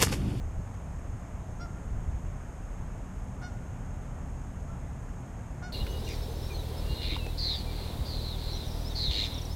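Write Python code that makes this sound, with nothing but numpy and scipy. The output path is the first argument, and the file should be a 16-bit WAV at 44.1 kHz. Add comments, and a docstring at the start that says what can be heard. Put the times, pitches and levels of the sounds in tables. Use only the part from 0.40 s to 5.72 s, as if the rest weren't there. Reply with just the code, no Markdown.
"""On the bank of a pond, wind rumbles against a small microphone, over the wash of open air.
A far-off engine picks up speed, its exhaust throbbing above a low drone and a deep hum.
A goose some way off honks three times, hoarse while its voice box catches, then ringing clear,
and the banks send the sound back. Another goose calls faintly from farther away.
Something ticks once before the first honk, and the microphone hisses throughout."""
import sys
import numpy as np
from scipy import signal
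from scipy.fft import rfft, irfft, next_fast_len
from scipy.io import wavfile
from scipy.ndimage import uniform_filter1d, map_coordinates

SR = 44100
rng = np.random.default_rng(int(sys.argv[2]) if len(sys.argv) > 2 else 0)


def master(y):
    """Save y as 16-bit WAV."""
    cut = np.clip(np.atleast_2d(y).T, -1, 1)
    pcm = np.round(cut * 32767)  # scale
    wavfile.write(sys.argv[1], SR, pcm.astype(np.int16))


N = 234744


def amp(db):
    """Turn decibels into a number to multiply a sound by."""
    return 10 ** (np.asarray(db) / 20)


def unit(x):
    """Scale a signal so that its average size (rms) is 1."""
    return x / np.sqrt(np.mean(x ** 2) + 1e-20)


def along(points, hz):
    """Read between (pitch_hz, value) points, giving each octave about equal room."""
    pitches, values = np.transpose(points)
    return np.interp(np.log(hz + 1), np.log(pitches + 1), values)


def curves(rows, at):
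    """Look up places in a table's first column; return a curve for each other column."""
    places, *columns = np.transpose(rows)
    return [np.interp(at, places, column) for column in columns]


def wobble(rate):
    """A smooth curve through `rate` random values a second."""
    points = rng.standard_normal(int(N * rate / SR) + 4)
    return map_coordinates(points, [np.arange(N) * rate / SR])


def filtered(x, response):
    """Multiply each frequency in a sound by response(hz)."""
    size = next_fast_len(N + SR // 2)
    hz = np.fft.rfftfreq(size, 1 / SR)
    return irfft(rfft(x, size) * response(hz), size)[:N]


def noise(colour):
    """Noise of average size 1; (pitch_hz, relative_db) points balance its lows and highs."""
    return unit(filtered(rng.standard_normal(N), lambda hz: amp(along(colour, hz))))


def steadied(x, span_s, share):
    """Even out a share of a noise's own swells that are slower than span_s."""
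    power = np.abs(uniform_filter1d(x ** 2, int(span_s * SR))) + 1e-9
    return unit(x / power ** (share / 2))


def wind(breeze_db=-38.5, ease_db_per_s=0.8, flutter_db=0.8):
    """Air swirls at the microphone's opening: a low rumble from an easing breeze and short gusts."""
    # gusts that rise out of the breeze: peak_s, length_s, level_db
    gusts = [(0.049, 0.11, -31), (0.182, 0.051, -27), (0.738, 0.1, -36), (1.536, 0.19, -32.5),
             (1.716, 0.18, -32.5), (1.864, 0.073, -33), (2.444, 0.1, -34)]
    # the tone of the rumble: pitch_hz, relative_db
    rumble = [(6, -23), (17, -3.5), (45, 3.5), (80, 1), (110, -3), (150, -10.5), (220, -20.5), (400, -30),
              (1000, -78)]
    t = np.arange(N) / SR
    power = amp(breeze_db - ease_db_per_s * t + flutter_db * wobble(12)) ** 2
    for peak_s, length_s, level_db in gusts:
        swell = np.cos(np.pi * np.clip((t - peak_s) / length_s, -.5, .5))
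        power += (amp(level_db) * swell) ** 2
    return np.sqrt(power) * steadied(noise(rumble), span_s=0.071, share=0.4)


def engine(fading_db=2.0):
    """A far engine speeds up; each exhaust tone fades in and out on its way through moving air."""
    # how the engine runs: time_s, firing_rate_hz, gain_db
    run = [(0, 29.5, -49), (1.3, 28.5, -49), (2.15, 29.2, -56), (2.5, 30.8, -48.5), (2.85, 31.2, -48),
           (3.2, 33.5, -48), (3.75, 35.6, -46), (4.15, 35.8, -45.5), (5.32, 35.3, -45.5)]
    # the exhaust's tones: multiple_of_firing_rate, relative_db
    exhaust = [(1, -6), (2, 0), (3, -6), (4, -1), (5, -4.5), (6, -1), (7, -9), (8, -12)]
    # what the distance leaves of each pitch: pitch_hz, gain_db
    carry = [(28, -6), (37, 0), (60, -6), (72, 2), (110, -3), (142, -2), (174, 0), (190, -6), (210, -16),
             (250, -7), (320, -12)]
    firing_hz, gain_db = curves(run, np.arange(N) / SR)
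    phase = 2 * np.pi * np.cumsum(firing_hz) / SR
    tones = 0
    for multiple, relative_db in exhaust:
        strength = amp(relative_db + along(carry, multiple * firing_hz) + fading_db * wobble(3.1))
        tones += strength * np.sin(multiple * phase + .5 * wobble(5))
    return amp(gain_db) * tones


def drone():
    """A low, far-off drone that swells on the breeze, made of narrow, wavering bands of noise."""
    # the drone's bands: pitch_hz, half_width_hz, relative_db
    bands = [(77.2, 13.2, -8.5), (120.5, 33, -4), (181.5, 16, -9), (229, 24, -12), (272.3, 13.2, -16)]
    # how they swell together: time_s, gain_db
    swells = [(0, -48), (1.1, -44), (2.15, -48.5), (2.55, -43.5), (5.32, -43)]
    gain_db, = curves(swells, np.arange(N) / SR)
    sound = 0
    for pitch_hz, half_width_hz, relative_db in bands:
        white = rng.standard_normal(N)
        band = filtered(white, lambda hz: 1 / (1 + ((hz - pitch_hz) / half_width_hz) ** 4))
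        sound += amp(relative_db) * steadied(unit(band), span_s=0.27, share=1)
    return amp(gain_db) * sound


def hum(pitch_hz=37.8):
    """A deep tone beneath the engine that wavers a little in strength and pitch."""
    # the hum's rise and fall: time_s, level_db
    swells = [(0, -48), (1.2, -52), (2.1, -49), (2.45, -43.5), (3.6, -44), (4.3, -46), (5.32, -46.5)]
    t = np.arange(N) / SR
    level_db, = curves(swells, t)
    phase = 2 * np.pi * pitch_hz * t + .5 * wobble(4)
    return np.sqrt(2) * amp(level_db + wobble(2.64)) * np.sin(phase)


def air(level_db=-50.5, patchy_db=0.53):
    """Wind washes over water and banks, in drifting patches a little louder or softer."""
    # the tone of the wash: pitch_hz, relative_db
    wash = [(120, -11.5), (250, 1.5), (430, -1.5), (680, 0), (1000, -4), (1500, -9), (2200, -15),
            (3200, -23), (4500, -33.5), (8000, -54)]
    grid = signal.stft(noise(wash), nperseg=512)[2]  # a row per pitch, a column per moment
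    patches = uniform_filter1d(rng.standard_normal(grid.shape), size=6, axis=0)
    patches = uniform_filter1d(patches, size=16, axis=1)
    sound = signal.istft(grid * amp(patchy_db * unit(patches)), nperseg=512)[1]
    return amp(level_db) * unit(sound[:N])


def microphone_hiss(level_db=-64.0):
    """The microphone makes a thin, steady hiss of its own."""
    # the tone of the hiss: pitch_hz, relative_db
    colour = [(1500, -19), (4300, -20.5), (5400, -10.5), (6050, -12.5), (6420, 1.5), (6900, -4.5),
              (8200, -9), (9400, -13), (10400, -20.5), (11700, -17), (13200, -21.5), (14500, -36)]
    return amp(level_db) * noise(colour)


def tick():
    """A light, dry touch nearby: a burst of noise that dies at once."""
    # the one tick: start_s, level_db, fade_s (time to fall by 60 dB)
    start_s, level_db, fade_s = (.343, -58, .04)
    # its tone: pitch_hz, relative_db
    colour = [(800, -12), (3000, -5), (5600, 1), (8000, 1), (12000, -26)]
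    age_s = np.arange(N) / SR - start_s
    return (age_s > 0) * amp(level_db - 60 * np.abs(age_s) / fade_s) * noise(colour)


def honk(length_s, top_hz, peak_timing, bright_db, nasal_db, edge=0.91, muffle_db=6):
    """One note that rises and falls: hoarse while the voice box catches, brightest at full effort."""
    # how hard the goose pushes: share_of_length, effort_db
    effort = [(0, -10), (.12, -2.5), (.3, .3), (.42, 0), (.56, -1.8), (.72, -4.5), (.87, -7), (1, -11)]
    # the note's shape: share_of_length, share_of_top_pitch, hoarseness (0 to 1)
    arch = [(0, .965, 1), (.2, .976, .8), (.3, .984, .3), (.36, .991, .03), (.54, 1, .02), (.7, .993, .02),
            (.85, .96, .06), (1, .905, .2)]
    # how the throat shapes the voice: pitch_hz, gain_db
    throat = [(350, -24), (710, -8.5), (1420, -3.5), (2150, -18), (2850, -24), (3600, -21.5), (4300, -18.5),
              (5050, -16), (5700, -10.5), (6400, -39), (7300, -27), (9000, -55)]
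    n = int(length_s * SR)
    progress = np.linspace(0, 1, n)
    effort_db, = curves(effort, progress)
    pitch_share, hoarse = curves(arch, progress ** peak_timing)  # timing under 1 peaks earlier
    # uneven vibrations smear the high tones into a rasp
    pitch_hz = top_hz * pitch_share * (1 + .07 * hoarse * wobble(1400)[:n])
    phase = 2 * np.pi * np.cumsum(pitch_hz) / SR
    harmonic = np.arange(1, 13)[:, None]  # tones at whole multiples of the pitch
    middle = (harmonic >= 3) & (harmonic <= 6)
    upper = np.clip((harmonic - 2) / 5, 0, 1)
    # the upper tones snap in once the note is clear, and grow with effort
    colour_db = middle * nasal_db + upper * (bright_db + edge * effort_db - muffle_db * hoarse)
    strength = amp(along(throat, harmonic * pitch_hz) + effort_db + colour_db)
    voice = np.sum(strength * np.sin(harmonic * phase), axis=0)
    # while hoarse, strong and weak vibrations take turns and their sizes scatter
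    flutter = 1 + .5 * hoarse * (np.sin(phase / 2) + wobble(678)[:n])
    return np.sqrt(2) * voice * flutter * signal.windows.tukey(n, .08)


def geese():
    """One goose honks three times; another, farther off, gives one faint, dull call."""
    # the calls, far goose last: start_s, length_s, top_hz, peak_timing, gain_db, bright_db, nasal_db
    honks = [(1.192, .082, 700, .85, -43.5, -.3, -3.5), (3.012, .092, 728, 1.12, -43, -.2, 1.5),
             (5.217, .094, 736, 1, -42.6, -1.6, 1), (4.27, .10, 680, 1, -54, -18, 0)]
    calls = np.zeros(N + SR)
    for start_s, length_s, top_hz, peak_timing, gain_db, bright_db, nasal_db in honks:
        note = amp(gain_db) * honk(length_s, top_hz, peak_timing, bright_db, nasal_db)
        start = round(start_s * SR)
        calls[start:start + len(note)] += note
    return calls[:N]


def bank_echoes(calls, delay_s=.03, gain_db=-14.5):
    """The banks scatter the calls back over the water as a dull, fading tail."""
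    # how long each pitch lingers: pitch_hz, fade_s (time to fall by 60 dB)
    fades = [(500, 1.2), (1400, 1.8), (3000, 0.45), (6000, 0.37)]
    hz, t, grid = signal.stft(rng.standard_normal(SR), SR, nperseg=256)
    fading = amp(-60 * t / along(fades, hz)[:, None])
    tail = signal.istft(grid * fading, SR, nperseg=256)[1]
    delayed = np.pad(calls, (int(delay_s * SR), 0))
    return amp(gain_db) * signal.fftconvolve(delayed, tail / np.linalg.norm(tail))[:N]


def far_shore_echo(calls, delay_s=.15, gain_db=-16, dull_above_hz=2000):
    """The shore across the pond sends back one faint, dull echo."""
    def late_and_dull(hz):
        return np.exp(-2j * np.pi * hz * delay_s) / (1 + (hz / dull_above_hz) ** 4)
    return amp(gain_db) * filtered(calls, late_and_dull)


def scene():
    """Wind, distant machinery, open air and a tick around the geese and their echoes."""
    calls = geese()
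    echoes = bank_echoes(calls) + far_shore_echo(calls)
    background = wind() + engine() + drone() + hum() + air()
    return (background + tick() + calls + echoes)[None]


def record(dry, top_hz=14600):
    """The microphone adds its hiss and keeps nothing above top_hz."""
    return filtered(dry[0] + microphone_hiss(), lambda hz: hz < top_hz)[None]


dry = scene()
out = record(dry)
master(out)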